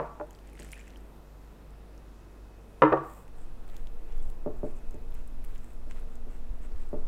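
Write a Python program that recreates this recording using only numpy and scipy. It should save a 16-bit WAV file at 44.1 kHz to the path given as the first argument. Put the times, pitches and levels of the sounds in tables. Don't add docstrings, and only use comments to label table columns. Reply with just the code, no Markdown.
import sys
import numpy as np
from scipy import signal
from scipy.fft import next_fast_len
from scipy.io import wavfile
from scipy.ndimage import uniform_filter1d

SR = 44100
rng = np.random.default_rng(int(sys.argv[2]) if len(sys.argv) > 2 else 0)


def volts_from_db(level):
    exponent = np.asarray(level, float) / 20
    return 10 ** exponent


def transcribe(signal):
    frames = np.atleast_2d(signal).T
    limited = np.clip(frames, -1, 1)
    pcm = np.round(limited * 32767).astype(np.int16)
    wavfile.write(sys.argv[1], SR, pcm)


N = 311787

# [t/s, blow level/dB, contact/ms, place on the body 0-3, crack level/dB]
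JAR_KNOCKS = [
    (0.0002, -21, 0.063, 0.12, 2.5),
    (0.03, -26.5, 0.15, 0.35, 3.5),
    (.049, -41, 0.089, 0.8, 2),
    (0.078, -43, 0.17, 0.23, 4),
]
TAP_KNOCKS = [
    (0.1993, -28, 0.086, 0.11, -2.5),
]
TUMBLER_KNOCKS = [
    (2.8203, -6, 0.043, 0.052, -5),
    (2.8222, -17.5, 0.035, 1.29, 0),
    (2.851, -19, 0.15, 0.58, 9.5),
]
ROCKING_KNOCKS = [
    (2.9185, -7.5, 0.31, 0.16, -22),
    (2.9225, -9.5, 0.29, 0.29, -18),
    (2.9277, -16, 0.13, 0.53, 3.5),
    (2.9305, -8, 0.18, 0.13, -10.5),
    (2.939, -18.5, 0.25, 0.17, -17),
]
BOWL_KNOCKS = [
    (.598, -34.5, 0.36, 0.2, -1.5),
    (4.4617, -20.5, 0.19, 0.16, -7),
    (4.632, -20, 0.21, 0.17, -11),
    (4.9425, -30, 0.51, 0.18, -1),
    (5.86, -44, 0.2, 0.39, -5),
    (6.27, -36.5, 0.53, 0.12, -7),
    (6.9305, -22.5, 0.24, 0.16, -6),
]
# [f/Hz, level/dB, t60/s]
JAR_MODES = [(143, -9, 0.3), (275, -2, 0.021), (392, -1.5, 0.06), (456, -2, 0.11), (584, 3, 0.098),
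             (609, -4, 0.26), (688, -1, 0.13), (808, -5.5, 0.077), (890, 10.5, 0.013), (950, 5.5, 0.059),
             (1035, -13, 0.069), (1148, -3.5, 0.15), (1316, -13, 0.077), (1403, -7, 0.11),
             (1620, -19, 0.07), (2300, -14, 0.18), (2500, -14, 0.14)]
TAP_MODES = [(306, -2.5, 0.12), (420, 1, 0.053), (462, -1, 0.14), (592.5, 5.5, 0.099), (613, 5, .12),
             (683, -4, 0.13), (847, 4, 0.035), (967, 3.5, 0.062), (1410, 0, 0.025), (1600, -12, .05),
             (1750, -17, .05), (2070, -20, .04), (2330, -8, .025), (2730, -18, .03)]
TUMBLER_MODES = [(140.7, -14.5, 0.33), (301.7, -5, 0.24), (315.4, -6, 0.42), (393, -13.5, .2),
                 (439.3, -4, 0.13), (538, 4.5, 0.066), (707, -11, 0.09), (790, -4, 0.04), (922, -5, .15),
                 (971, 1.5, 0.057), (1061, -5, 0.25), (1128, 1.5, 0.059), (1238, 0, 0.047),
                 (1270, -12, 0.1), (1339, 4, 0.056), (1440, -8, 0.15), (1580, -23.5, .05),
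                 (1645, -9.5, 0.075), (1790, -4, 0.032), (2060, -2, 0.043), (2200, -31.5, 0.038),
                 (2430, -7.5, 0.027), (2690, -21, 0.036), (2900, -7, 0.02), (3130, -23, 0.036),
                 (3600, -32, 0.016), (3620, -24, 0.055), (4610, -37, 0.034), (4970, -28.5, .03)]
ROCKING_MODES = [(142.6, -25, 0.32), (215, -18, 0.028), (330, -7, 0.21), (390, -2, 0.11), (479, 0.5, 0.068),
                 (538, -4, 0.11), (569, -1.5, 0.05), (651, -2, 0.2), (752, -4, 0.11), (788, -7.5, 0.078),
                 (880, -9, 0.079), (948, -16, 0.19), (1130, -3.5, 0.23), (1244, -0.5, 0.042),
                 (1518, -7, 0.093), (1660, -15, 0.056), (1836, -6.5, 0.021), (2490, -10.5, 0.027)]
BOWL_MODES = [(127.5, -5.5, 0.11), (214, 3.5, 0.038), (278, 2, 0.056), (334, 0, 0.069), (440, 5, 0.11),
              (543, -5, 0.34), (594, 12.5, 0.038), (794, -27.5, 0.05), (1066, 5, 0.019), (1370, -4, 0.027),
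              (404, -19, 0.095), (464, -4, 0.15)]
# [delay/s, level/dB]
JAR_ECHOES = [(0.0126, -7)]
TAP_ECHOES = [(.0119, 1.5), (.0155, -6), (.027, -15)]
TUMBLER_ECHOES = [(0.0135, -2), (.031, -12)]
ROCKING_ECHOES = [(0.0132, -10.5)]
BOWL_ECHOES = [(.012, -1), (0.0187, -5.5), (0.0353, -18)]
# [f/Hz, t60/s, level/dB]
ROOM_TAIL = [(149.4, 0.62, -3), (358, 0.41, 3), (1128, 0.5, 3.5), (2300, 0.46, 2), (4820, 0.46, -0.5)]
# [t/s, level/dB, f/Hz]
TUMBLER_RING = [
    (2.975, -37, 1133),
    (2.975, -37, 1142),
    (2.975, -45, 1176),
]

# [t/s, peak level/dB, centre f/Hz]
DROPS = [(.308, -45, 7300), (.308, -49.5, 12600), (.3303, -50, 7150), (.3495, -48.5, 5000),
         (.3885, -54, 4200), (.4732, -48, 7100), (.498, -52, 8150), (.5324, -48, 10500),
         (.5533, -49.5, 10000), (.593, -48.5, 4660), (.598, -36.5, 8100), (.6214, -43.5, 3870),
         (.6295, -40, 8000), (.647, -42, 7720), (.6754, -54.5, 9800), (.69, -48, 10800),
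         (.7181, -36.5, 8350), (.708, -52, 7800), (.7265, -41.5, 9500), (.732, -50, 6000),
         (.7444, -51, 10500), (.7771, -52, 7800), (.7935, -47, 6900), (.8024, -56, 10300),
         (.8794, -48, 6540), (.904, -48, 4520), (.97, -50.5, 4930), (.974, -48.5, 10000),
         (1.0071, -56, 7640), (1.1624, -58.5, 5110)]
# [t/s, level/dB, f/Hz]
BUBBLES = [(.2693, -64, 1580), (.3495, -57, 3020), (.3885, -52, 2900), (.4732, -63, 2980),
           (.3085, -55, 2960), (.341, -55, 1900), (.357, -57, 3000), (.498, -60, 2050), (.531, -50, 2300),
           (.5533, -48, 2030), (.593, -42, 1900), (.593, -52, 2720), (.6214, -43.5, 2860),
           (.6295, -44, 1620), (.647, -44, 1780), (.6754, -58, 1730), (.6888, -48, 2130),
           (.7325, -39, 2880), (.732, -33.5, 2170), (.7444, -57, 2480), (.7771, -43, 1740),
           (.7935, -47, 2080), (.8024, -55, 2390), (.84, -50, 1710), (.8784, -45, 1900), (.9596, -45, 2980)]
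# [t/s, level/dB, f/Hz]
CUPS = [(.36, -61, 8000), (.533, -62, 11100), (.6, -48, 8100), (.602, -52, 6660), (.682, -60, 5400),
        (.7275, -43.5, 9400), (.729, -50, 10200), (.755, -58, 9650), (.794, -54, 6840), (.803, -54, 7600),
        (.87, -57, 7600), (.5, -59, 2000), (.652, -52, 1500), (.74, -50, 2500), (.77, -50, 1900),
        (.8, -56, 2390), (.872, -52, 2600)]
# [t/s, level/dB, f/Hz]
POCKETS = [(.734, -51, 2455), (.744, -60, 2340), (.756, -58, 2600), (.765, -56, 1783), (.795, -57, 2400),
           (4.1, -70, 3380), (4.15, -71, 3380), (4.2, -67, 3380)]
# [peak t/s, fizz level/dB, large-bubble share/dB]
GUSHES = [
    (.47, -80, 13),
    (.6, -64, 6.5),
    (.66, -74, 6),
    (.735, -70, 10),
    (.81, -85, 18.5),
    (.89, -88, 22),
]
# [t/s, peak level/dB, centre f/Hz]
CRUMB_CRACKS = [
    (1.706, -56, 7960),
    (1.9786, -49, 6260),
    (3.0485, -51.5, 10400),
    (3.2799, -52, 7410),
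                (3.6796, -51, 8020), (3.6994, -53.5, 8120), (3.767, -45, 6600), (3.766, -48.5, 12600),
          (3.78, -57, 7480), (3.873, -50.5, 6400), (4.124, -53, 6520), (4.1724, -55, 12600),
          (4.181, -53, 7100), (4.227, -50.5, 7760), (4.292, -55, 12600), (4.3006, -47.5, 8300),
          (4.7671, -55.5, 7630), (4.788, -58, 7400), (4.909, -45.5, 7600), (4.944, -49.5, 7950),
          (5.1074, -51.5, 12600), (5.151, -47, 8340), (5.276, -48, 9400), (5.442, -48.5, 11600),
          (5.4486, -44.5, 8650), (5.5516, -52.5, 6920), (5.58, -49, 7500), (5.6444, -47.5, 8250),
          (5.9107, -45, 7340), (5.998, -50, 9920), (6.1553, -48.5, 8000), (6.7194, -54, 4600),
          (6.8907, -53, 8260)]
# [t/s, peak level/dB, centre f/Hz]
SHORT_SNAPS = [(3.69, -51, 4100), (3.695, -59, 14500), (3.709, -57, 14200), (3.783, -57, 11000),
               (4.18, -51, 14200), (4.2, -55, 4200), (4.24, -58, 8000), (4.253, -57, 7500),
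               (4.301, -47, 11300), (4.308, -58, 14500), (5.122, -58, 12000), (5.1425, -45, 12700),
               (5.19, -57, 7200), (5.4475, -40, 12600), (5.552, -51, 11500), (5.584, -56, 7000),
               (5.733, -52, 14000), (5.919, -57, 5700), (5.943, -58, 11500), (5.948, -64, 7800),
               (6.107, -57, 8300), (6.147, -58, 14800), (6.76, -59, 5000), (6.863, -59, 8250),
               (.27, -60, 8500), (.33, -59, 10300), (.392, -56, 11300), (.4875, -56, 13000),
               (.568, -53, 9000), (.592, -50, 9000), (.629, -48, 12000), (.646, -50, 11900),
               (.879, -53, 11500)]
# [t/s, level/dB, f/Hz]
KERNELS = [(3.0485, -43, 1940), (3.2799, -44.5, 2400), (3.6805, -46, 1780), (3.6994, -46, 3600),
           (3.766, -41, 3580), (3.8711, -39.5, 3300), (4.124, -46, 2820), (4.3006, -50, 3400),
           (4.944, -49, 2100), (5.151, -50, 1960), (5.4424, -41.5, 1800), (5.4472, -44, 2580),
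           (5.542, -50, 3000), (5.559, -42, 2900), (5.562, -51, 2300), (5.5792, -58, 2060),
           (5.6444, -47, 2000), (5.9115, -33, 2140), (6.7194, -47, 1910), (4.143, -50, 2200),
           (5.123, -48, 3300), (5.965, -48, 1900), (6.03, -46, 1900), (5.92, -43, 2800), (6.76, -50, 2820)]
# [start t/s, length/s, hiss level/dB, drag over hiss/dB]
STROKES = [(3.01, 0.25, -66.5, -2), (3.352, 0.11, -70.5, -1), (3.658, 0.2, -73, 8.5),
           (4.05, .17, -85.5, 18), (4.187, 0.16, -76, 2), (4.543, .06, -74, -8), (4.627, .11, -72, 5),
           (4.742, .06, -72, 1), (5.108, 0.13, -76, 10), (5.403, 0.26, -77, 10), (5.608, 0.17, -73, 3),
           (5.892, 0.037, -68.5, 8), (5.913, 0.13, -73.5, 10.5), (6.08, .1, -76, 4),
           (6.272, 0.14, -72, 5.5), (6.61, 0.067, -68.5, 4.5), (6.746, 0.14, -72.5, 4.5)]

# [t/s, level/dB]
DRAUGHT = [(3.1, -62), (3.17, -66), (3.32, -37.5), (3.47, -36), (3.69, -37), (3.73, -29), (4.03, -28),
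           (4.09, -39), (4.16, -22.5), (4.35, -30), (4.76, -30.5), (4.81, -48), (4.87, -28), (5.53, -30.5),
           (5.66, -37), (5.79, -32.5), (7.02, -28), (7.07, -24)]
# [t/s, level/dB, eddy f/Hz]
PUFFS = [(4.099, -48, 40), (4.268, -46, 46), (4.97, -43, 59), (5.691, -50, 42), (6.079, -46, 70),
         (6.513, -34, 37), (6.512, -40.5, 70), (6.748, -34, 50), (7.05, -52, 70), (7.048, -28.5, 12)]
# [f/Hz, level/dB]
LINES = [(97, -63.5), (145, -69), (458, -69), (2555, -85), (13870, -84)]
# [f/Hz, density/dB per Hz]
HISS_SPECTRUM = [(58, 11), (76, -13.5), (130, -6.5), (240, -6), (500, -11.5), (1000, -18), (2000, -28),
                 (2600, -31.5), (3400, -32), (5000, -36), (8000, -37), (12000, -39), (16000, -45.5)]


def unit(x):
    return x / np.sqrt(np.mean(x ** 2))


def band(x, lo_hz, hi_hz, order=2):
    return signal.sosfilt(signal.butter(order, [lo_hz, min(hi_hz, .45 * SR)], "band", fs=SR, output="sos"), x)


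def noise(lo_hz, hi_hz, order=2):
    return unit(band(rng.standard_normal(N + SR), lo_hz, hi_hz, order)[SR:])


def walk(rate):
    hold = int(SR / rate)
    levels = np.repeat(rng.standard_normal(N // hold + 1), hold)
    return unit(uniform_filter1d(uniform_filter1d(levels, hold), hold)[:N])


def add(out, s, x):
    i = int(round(s * SR))
    x, i = x[max(-i, 0):], max(i, 0)
    out[i:i + len(x)] += x[:len(out) - i]


def knocks(hits, modes, crack_hz, sign):
    out, t = np.zeros(N), np.arange(SR // 2) / SR
    hz, db, t60 = np.transpose(modes)[:, :, None]
    rings = volts_from_db(db) * np.sin(2 * np.pi * hz * t) * np.exp(-np.log(1000) * t / t60)
    crack = band(1. * (t == 0), crack_hz / 2.36, crack_hz * 1.3)
    crack /= np.abs(crack).max()
    for s, blow_db, contact_ms, place, crack_db in hits:
        push = t[:256] * np.exp(-t[:256] * 1000 / contact_ms)
        share = np.cos(place * np.sqrt(hz[:, 0]) / 4) * sign ** np.arange(len(hz))
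        body = 0.37 * share @ rings + volts_from_db(crack_db) * crack
        add(out, s, volts_from_db(blow_db) * signal.fftconvolve(body, push / push.sum()))
    return out


def room(x, wet_db, echoes):
    t = np.arange(SR // 2) / SR
    diffuse = rng.standard_normal(len(t))
    tail = np.zeros(len(t))
    for hz, t60, db in ROOM_TAIL:
        tail += volts_from_db(db) * band(diffuse, hz / 1.65, hz * 1.665) * np.exp(-np.log(1000) * t / t60)
    tail *= np.clip(t / 0.004, 0, 1)
    reply = volts_from_db(wet_db) * tail / np.sqrt(np.sum(tail ** 2))
    reply[0] += 1
    wall = np.exp(-2 * np.pi * 1900 * t[:64])
    for delay_s, db in echoes:
        add(reply, delay_s, volts_from_db(db) * wall / wall.sum())
    return signal.fftconvolve(x, reply)[:N]


def snaps(events, bursts, ms, edge_db):
    out, t = np.zeros(N), np.arange(bursts.shape[1]) / SR
    fade = 0.44 * np.exp(-t * 1000 / ms) + volts_from_db(-19.5) * np.exp(-t * 1000 / 5.2)
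    bursts = 2.3 * (t == 0) + bursts * fade
    edges = band(bursts, 10000, 16000)
    for (s, db, hz), burst, edge in zip(events, bursts, edges):
        crack = band(burst, hz / 1.13, hz * 1.1, order=1)
        crack = crack / np.abs(crack).max()
        add(out, s, volts_from_db(db) * (crack + volts_from_db(edge_db) * edge / np.abs(edge).max()))
    return out


def pops(events, ms, glide=0.3):
    out, t = np.zeros(N), np.arange(int(ms * SR / 125)) / SR
    for s, db, hz in events:
        ring = np.sin(2 * np.pi * hz * t * (1 + glide * t))
        add(out, s, volts_from_db(db) * ring * np.exp(-t * 1000 / ms))
    return out


def grit(per_s, spread_db):
    return (rng.random(N) < per_s / SR) * volts_from_db(spread_db * rng.exponential(size=N)) * rng.standard_normal(N)


def fizz():
    rise_db_per_s, small_fade_db_per_s, large_fade_db_per_s = 398, 91, 141
    s, db, large_db = np.transpose(GUSHES)[:, :, None]
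    since = np.arange(N) / SR - s
    rise = rise_db_per_s * np.minimum(since, 0)
    after = np.maximum(since, 0)
    large = volts_from_db(db + large_db + rise - large_fade_db_per_s * after).sum(axis=0)
    small = volts_from_db(db + rise - small_fade_db_per_s * after).sum(axis=0)
    out = large * unit(band(grit(1500, 3.27), 1530, 3040))
    return out + small * unit(band(grit(4300, 1.6), 4700, 9900))


def rub():
    airy_db, airy_db_per_s = -14, 56.5
    cavity, airy, drag = np.zeros((3, N))
    for s, length, db, drag_db in STROKES:
        stroke = volts_from_db(db) * np.hanning(int(length * SR)) ** 0.44
        add(cavity, s, stroke)
        add(airy, s, volts_from_db(airy_db + airy_db_per_s * length) * stroke)
        add(drag, s, volts_from_db(drag_db) * stroke)
    grains = grit(2700, 1.53)
    out = cavity * unit(band(grains, 7170, 8850))
    out += airy * unit(band(grains, 11000, 15800))
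    return out + drag * unit(band(grains, 796, 2520))


def even(x):
    evenness = 0.76
    swelling = np.abs(signal.hilbert(x, next_fast_len(N))[:N])
    return unit(x / (swelling + 0.33) ** evenness)


def air():
    flutter_db, flutter_slope, puff_cycles = -25.5, 0.53, 2.9
    s, db = np.transpose(DRAUGHT)
    draught = volts_from_db(np.interp(np.arange(N) / SR, s, db))
    out = draught * even(noise(6.5, 16, order=3))
    out += volts_from_db(flutter_db) * draught ** flutter_slope * even(noise(17, 34, order=4))
    for s, db, hz in PUFFS:
        t = np.arange(int(puff_cycles / hz * SR)) / SR
        puff = np.hanning(len(t)) * np.sin(2 * np.pi * hz * t)
        add(out, s - t[-1] / 2, np.sqrt(2) * volts_from_db(db) * puff)
    return out


def fridge():
    mains_hz, hum_db, dip_s, dip_half_width_s, dip_db = 50.5, -49, 3.74, 0.36, -7.5
    whine_db, whine_full_s, whine_rise_db_per_s = -62.5, 4.85, 6
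    t = np.arange(N) / SR
    hum = volts_from_db(hum_db + dip_db * np.exp(-((t - dip_s) / dip_half_width_s) ** 2))
    whine = volts_from_db(whine_db + whine_rise_db_per_s * np.minimum(t - whine_full_s, 0))
    out = hum * unit(np.sin(2 * np.pi * mains_hz * t) + .25 * noise(46, 56))
    out += whine * unit(np.sin(2 * np.pi * 237 * t + .5 * walk(3)) + .2 * noise(230, 244))
    for hz, db in LINES:
        level = np.sqrt(2) * volts_from_db(db + 2.9 * walk(2.7))
        out += level * np.sin(2 * np.pi * hz * t + 0.25 * walk(2.3))
    return out


def fan():
    return volts_from_db(-83.0 + 1.5 * walk(1.8)) * noise(2480, 2640)


def hiss():
    out, swell = np.zeros(N), walk(1.0)
    f, density_db = np.transpose(HISS_SPECTRUM)
    for hz in 70 * 2 ** np.arange(0, 8, .5):
        level_db = np.interp(np.log(hz), np.log(f), density_db) + 10 * np.log10(hz)
        level_db = level_db + .3 * swell + .9 * walk(8)
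        out += volts_from_db(level_db) * noise(hz / 2 ** 0.29, hz * 2 ** 0.34)
    return volts_from_db(-55.5) * unit(out)


def scene():
    jar = knocks(JAR_KNOCKS, JAR_MODES, 970, sign=-1.004)
    tap = knocks(TAP_KNOCKS, TAP_MODES, 1120, sign=-1.04)
    tumbler = -knocks(TUMBLER_KNOCKS, TUMBLER_MODES, 1530, sign=-0.995)
    rocking = knocks(ROCKING_KNOCKS, ROCKING_MODES, 2900, sign=-1.117)
    bowl = knocks(BOWL_KNOCKS, BOWL_MODES, 595, sign=-0.96)
    near = room(jar, -8, JAR_ECHOES) + room(tap, -14, TAP_ECHOES) + room(bowl, -6.5, BOWL_ECHOES)
    near += room(tumbler, -10.5, TUMBLER_ECHOES) + room(rocking, -12.5, ROCKING_ECHOES)
    near += pops(TUMBLER_RING, 60, glide=0)

    bursts = rng.standard_normal((120, 600))
    near += snaps(DROPS, bursts, 1.01, -19)
    near += snaps(CRUMB_CRACKS, bursts[::-1], 1.0, -12.5)
    near += snaps(SHORT_SNAPS, bursts[40:], 0.5, -27)
    near += pops(BUBBLES, 1.7, glide=12) + pops(KERNELS, 0.41, glide=12)
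    near += pops(POCKETS, 20) + pops(CUPS, 3.1, glide=1.8)
    near += fizz() + rub() + air()
    return (near + fridge() + fan() + hiss())[None]


def low_pass(x):
    return signal.sosfilt(signal.butter(12, 15830, fs=SR, output="sos"), x)


def record(dry):
    return low_pass(dry)


dry = scene()
out = record(dry)
transcribe(out)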